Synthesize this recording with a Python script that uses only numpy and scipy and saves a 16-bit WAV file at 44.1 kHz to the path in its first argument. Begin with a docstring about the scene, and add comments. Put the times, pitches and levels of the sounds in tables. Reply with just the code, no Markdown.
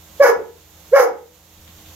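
"""Two barks beside a pen

A dog barks twice close by, a little to the right, beside a masonry animal pen; soft footfalls follow.
Each bark is a sine hoot joined by overtones that break up into rasp, sagging in pitch; echoes and
decaying noise form the ring of the walls. Hum is wavering sines, hiss and footfalls are shaped noise.
Gain control ducks everything at each bark and recovers slowly."""
import sys
import numpy as np
from scipy import signal
from scipy.fft import rfft, irfft
from scipy.io import wavfile
from scipy.ndimage import uniform_filter1d

SR = 44100
rng = np.random.default_rng(int(sys.argv[2]) if len(sys.argv) > 2 else 0)


def persist_wave(psi):
    """Save psi, clipped to +-1, as 16-bit WAV."""
    counts = np.round(np.clip(psi, -1, 1) * 32767).astype(np.int16)
    wavfile.write(sys.argv[1], SR, np.atleast_2d(counts).T)


N = 85995
T = np.arange(N) / SR
HZ = np.fft.rfftfreq(N, 1 / SR)

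# Hum lines: (frequency [Hz], level [dB], unsteadiness [-])
HUM_LINES = [(59, -56, .8), (82.8, -47.5, 0.63), (167.5, -56.5, 0.49), (219, -64, .7), (315.3, -55, .3)]
# Hiss spectrum: (frequency [Hz], relative level [dB])
AIR_SPECTRUM = [(20, -27.5), (40, -9.5), (75, -11.5), (113, -8), (200, -9.5), (275, -23.5), (380, -14.5),
                (520, -12), (1040, -15.5), (1430, -19), (2400, -20), (3580, -17.5), (4950, -22),
                (6850, -16.5), (8970, -30), (13800, -16.5), (15800, -26.5)]
# Hiss balance: (frequency [Hz], left minus right [dB])
AIR_BALANCE = [(60, -0.5), (110, 7), (200, -0.5), (380, 1.5), (700, -4.5), (1290, -1), (2380, -1.5),
               (4400, -5.5), (8120, -4), (15000, -12.5)]
# Hiss left-right likeness: (frequency [Hz], correlation [-])
AIR_LIKENESS = [(60, 1), (180, 0.78), (550, 0.71), (1650, 0.52), (4970, 0.14), (15000, 0.052)]
AIR_LEVEL_DB = -40.5

# Footfalls on littered ground: (time [s], thud level [dB], scuff level [dB])
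STEPS = [(1.562, -39.5, -47), (1.666, -44, -43.5), (1.773, -44.5, -47), (1.85, -42.5, -45)]
# Thud spectrum: (frequency [Hz], relative level [dB])
THUD_SPECTRUM = [(30, -6), (65, 1.5), (220, -9), (500, -28), (2000, -47)]
# Scuff spectrum: (frequency [Hz], relative level [dB])
SCUFF_SPECTRUM = [(200, -6), (900, -1), (2300, 7), (3500, 13), (7000, -14), (9000, -17), (13000, -13)]
STEP_RISE_S = 0.018

# Low huffs as the jaws open and shut: (time [s], level [dB])
HUFFS = [(.198, -28), (0.344, -22), (0.919, -47.5), (1.076, -26.5)]
# Huff spectrum: (frequency [Hz], relative level [dB])
HUFF_SPECTRUM = [(70, -37), (170, -4.5), (250, -10), (335, 5.5), (600, -7), (1500, -45)]
HUFF_RISE_S = 0.017

# Wall echoes: (left delay [s], right delay [s], level [dB])
ECHOES = [(.0232, .0187, -15.5), (0.0326, .0298, -4)]
# Pen decay: (frequency [Hz], time to fall 60 dB [s])
PEN_T60 = [(200, .33), (480, 0.38), (900, 0.33), (1300, 0.29), (1700, 0.28), (2600, 0.36), (6000, 0.21),
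           (12000, 0.072)]
# Standing waves between the walls: (frequency [Hz], width [Hz], lift [dB])
PEN_MODES = [(505, 36, -1.5), (857, 94, 5), (1308, 26, 8.5)]
PEN_BUILD_S, PEN_LIKENESS, PEN_LIKENESS_HZ = 0.025, 0.45, 1800

# Barks, one list each:
# (time [s], pitch [Hz], fundamental [dB], overtones and rasp [dB], rush of air [dB])
BARKS = [
    [(.197, 540.7, -22, -50, -64.5), (.203, 540.4, -3.5, -21, -48.5), (.213, 574.4, 4, -14, -39.5),
     (.228, 564.3, -2.5, -0.5, -21.5), (.24, 557.2, -1.5, -3.5, -14.5), (.248, 490.7, -0.5, -1.5, -18),
     (.279, 481.8, -2.5, -2, -14.5), (.302, 469, 2, -26.5, -16.5), (.321, 421, -38, -17, -29)],
    [(.914, 418.4, -37, -74, -91), (.926, 457.3, -12, -32, -73.5), (.937, 532.9, 4, -18, -33),
     (.951, 570.5, 1, -9, -30), (.966, 554.3, -3, -0.5, -18.5), (.982, 560.7, -5, -2, -19.5),
     (1.0, 500.6, 2.5, -5.5, -13), (1.044, 479.2, -1, -12.5, -15.5), (1.069, 441, -15, -29, -35)],
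]
# Throat colour of overtones and rasp: (frequency [Hz], relative level [dB])
THROAT_SPECTRUM = [(150, -51.5), (300, -18.5), (450, 1), (680, -2.5), (810, 5.5), (990, 0), (1130, -0.5),
                   (1260, 1.5), (1430, 0), (1700, 0), (1880, -5), (2080, -7.5), (2260, -8.5), (2480, -26),
                   (3400, -31), (4600, -32), (5050, -19.5), (5600, -44.5), (9000, -51.5)]
# Air rushing past the teeth: (frequency [Hz], relative level [dB])
RUSH_SPECTRUM = [(2000, -21), (2800, 2.5), (3500, -13), (4300, -4.5), (5100, 6.5), (6700, 6.5),
                 (8200, -14.5), (9400, 0.5), (10500, -6.5), (12000, 4.5), (15500, -5)]
JITTER_REL, SHIMMER_REL, JITTER_HZ = 0.018, 0.23, 133
OVERTONE_DB, HALF_TONE_DB, RASP_DB, TILT_DB_PER_HARMONIC = -0.5, -6, -3, -0.02
PUFF_DECAY_CYCLES = 1
BREAKUP_S, BREAKUP_SHARE = 0.075, 0.46  # share of overtone power lost to rasp
CHEST_HZ = 295  # low cut of the voice
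VOICE_LEFT_DB, RUSH_LEFT_DB, LEFT_LAG_S = -2.25, -19.5, 0.00009
VOICE_WET_DB, RUSH_WET_DB, RUSH_WET_LEFT_DB = -3.5, -11, -7

LIMIT_DB, START_DUCK_DB = -9, 6.5
ATTACK_S, RECOVER_DB_PER_S = 0.02, 14
KNEE = 0.75  # peaks above this are rounded off
EDGE_HZ = 15850


def amp(db):
    """Decibels to gain."""
    return 10 ** (np.asarray(db) / 20)


def unit(x):
    """Scales to rms 1."""
    return x / np.sqrt(np.mean(x ** 2) + 1e-20)


def read(points, hz):
    """Interpolates a table on a log-frequency axis."""
    f, value = np.transpose(points)
    return np.interp(np.log(hz + 1), np.log(f + 1), value)


def colour(x, points):
    """Gives x a spectral shape, at rms 1."""
    return unit(irfft(rfft(x) * amp(read(points, HZ)), N))


def wander(rate_hz):
    """Smooth random motion, mostly below rate_hz, at rms 1."""
    return unit(irfft(rfft(rng.standard_normal(N)) / (1 + (HZ / rate_hz) ** 4), N))


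def delay(x, s):
    """Delays x by s seconds."""
    return np.interp(T - s, T, x, left=0)


def level(s, db):
    """Gain curve through dB points, near silent outside them."""
    times_s = np.r_[s[0] - .004, s, s[-1] + .02]
    return amp(np.interp(T, times_s, np.r_[-120, db, -120]))


def swell(s, rise_s):
    """Rises to 1 in rise_s, then dies away."""
    u = np.maximum(T - s, 0) / rise_s
    return u * np.exp(1 - u)


def hum():
    """Low lines wavering in level and phase, as of a distant motor."""
    total = np.zeros(N)
    for hz, db, shake in HUM_LINES:
        strength = amp(db) * np.sqrt(2) * (1 + .5 * shake * wander(9))
        total += strength * np.sin(2 * np.pi * hz * T + shake * wander(5.4))
    return total


def air():
    """Outdoor hiss: noise more alike left and right in the bass, its level flickering slightly."""
    a, b = rfft(rng.standard_normal((2, N)))
    same = np.clip(read(AIR_LIKENESS, HZ), -1, 1)
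    lean = amp(read(AIR_BALANCE, HZ))
    pair = np.array([a * lean, same * a + np.sqrt(1 - same ** 2) * b])
    pair /= np.sqrt(1 + lean ** 2 + 2 * same * lean)  # holds the power of left plus right
    hiss = unit(irfft(pair * amp(read(AIR_SPECTRUM, HZ)), N))
    return amp(AIR_LEVEL_DB + .5 * wander(12)) * hiss


def steps():
    """An animal shifts its feet: a dull thud and a grainy scuff each time."""
    thud_gain = sum(amp(db) * swell(s, STEP_RISE_S) for s, db, _ in STEPS)
    scuff_gain = sum(amp(db) * swell(s, STEP_RISE_S) for s, _, db in STEPS)
    thud = thud_gain * colour(rng.standard_normal(N), THUD_SPECTRUM)
    noise = rng.standard_normal((2, N))
    # exponential dB spread makes sparse strong grains
    grain_db = 4.9 * np.minimum(rng.exponential(1, (2, N)), 6)
    grit = noise * amp(grain_db)
    left = amp(-2) * colour(grit[0], SCUFF_SPECTRUM)
    right = colour(grit[1], SCUFF_SPECTRUM)
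    return thud + scuff_gain * np.array([left, right])


def huffs():
    """A short dull puff of noise opens and closes each bark."""
    gain = sum(amp(db) * swell(s, HUFF_RISE_S) for s, db in HUFFS)
    return gain * colour(rng.standard_normal(N), HUFF_SPECTRUM)


def pen(x):
    """Diffuse ring of the pen: noise that builds up briefly and decays at a rate set by frequency."""
    hz, t, z = signal.stft(rng.standard_normal((2, SR)), SR, nperseg=256)
    decay = amp(-60 * t / read(PEN_T60, hz)[:, None])
    tail = signal.istft(z * decay, SR, nperseg=256)[1][:, :SR]
    build = 1 - np.exp(-(T[:SR] / PEN_BUILD_S) ** 4)
    tail = rfft(tail * build, N)
    same = PEN_LIKENESS / (1 + (HZ / PEN_LIKENESS_HZ) ** 2)
    tail[1] = same * tail[0] + np.sqrt(1 - same ** 2) * tail[1]
    # level the spectrum before lifting the modes
    tail /= np.sqrt(uniform_filter1d(abs(tail) ** 2, size=300, axis=1))
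    for f, width_hz, lift_db in PEN_MODES:
        tail *= 1 + (amp(lift_db) - 1) / (1 + 2j * (HZ - f) / width_hz)
    return signal.fftconvolve(x[None], irfft(tail, N)[:, :SR], axes=1)[:, :N]


def bark(rows):
    """Jittering folds: strong fundamental, overtones breaking into half tones and puffs, rush of air."""
    s, pitch_hz, tone_db, rasp_db, rush_db = np.transpose(rows)
    opening = level(s, rasp_db)
    rough = np.clip((T - s[0]) / BREAKUP_S, 0, 1)
    strain = np.sqrt(opening / opening.max())

    jitter = 1 + JITTER_REL * strain * wander(JITTER_HZ)
    turns = np.cumsum(np.interp(T, s, pitch_hz) * jitter) / SR
    phase = 2 * np.pi * turns
    tone = np.sqrt(2) * np.sin(phase) * (1 + SHIMMER_REL * rough * wander(JITTER_HZ))

    overtones = unit(sum(amp(TILT_DB_PER_HARMONIC * k) * np.cos(k * phase + k ** 2)
                         for k in range(2, 10)))
    half_tones = unit(sum(np.cos((k + .5) * phase) * wander(rate_hz=37.5) for k in range(1, 5)))
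    # each opening of the folds lets out a puff of air
    puff_gain = .4 + np.exp(-(turns % 1) / PUFF_DECAY_CYCLES)
    puffs = unit(puff_gain * rng.standard_normal(N))

    folds = colour(overtones, THROAT_SPECTRUM) * amp(OVERTONE_DB)
    folds *= np.sqrt(1 - BREAKUP_SHARE * rough ** 2)
    rasp = colour(half_tones, THROAT_SPECTRUM) * amp(HALF_TONE_DB)
    rasp += colour(puffs, THROAT_SPECTRUM) * amp(RASP_DB)
    voice = tone * level(s, tone_db) + opening * (folds + rasp * rough)
    rush = colour(puffs, RUSH_SPECTRUM) * level(s, rush_db)
    return voice, rush


def dog():
    """Both barks: direct sound, wall echoes and the ring of the pen."""
    voice, rush = sum(np.array(bark(rows)) for rows in BARKS)
    low_cut = signal.butter(4, CHEST_HZ, "high", fs=SR, output="sos")
    voice = signal.sosfilt(low_cut, voice) + huffs()
    rush_direct = np.array([amp(RUSH_LEFT_DB) * delay(rush, LEFT_LAG_S), rush])
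    rush_ring = amp(RUSH_WET_DB) * pen(rush) * amp([[RUSH_WET_LEFT_DB], [0]])
    direct = np.array([amp(VOICE_LEFT_DB) * delay(voice, LEFT_LAG_S), voice])
    echoes = sum(amp(db) * np.array([delay(voice, left_s), delay(voice, right_s)])
                 for left_s, right_s, db in ECHOES)
    ring = amp(VOICE_WET_DB) * pen(voice)
    return direct + echoes + ring + rush_direct + rush_ring


def scene():
    """The dog over footfalls, hum and hiss."""
    return dog() + steps() + hum() + air()


def record(dry):
    """Gain control that falls fast and recovers slowly, a soft ceiling, then a low-pass."""
    power = abs(uniform_filter1d((dry ** 2).mean(0), size=240))
    power_db = 10 * np.log10(power + 1e-12)
    # running maximum on a rising ramp: a peak hold that recovers linearly in dB
    recovery_db = RECOVER_DB_PER_S * T
    held_db = np.maximum.accumulate(np.maximum(power_db - LIMIT_DB + recovery_db, START_DUCK_DB))
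    target_db = np.maximum(held_db - recovery_db, 0)
    r = np.exp(-1 / (ATTACK_S * SR))
    # smoothing starts from START_DUCK_DB
    duck_db = signal.lfilter([1 - r], [1, -r], target_db - START_DUCK_DB) + START_DUCK_DB
    ducked = dry * amp(-duck_db)

    clean = np.clip(ducked, -KNEE, KNEE)
    rounded = clean + (1 - KNEE) * np.tanh((ducked - clean) / (1 - KNEE))
    low_pass = signal.firwin(511, EDGE_HZ, window=("kaiser", 9), fs=SR)
    return signal.oaconvolve(rounded, low_pass[None], "same")


dry = scene()
out = record(dry)
persist_wave(out)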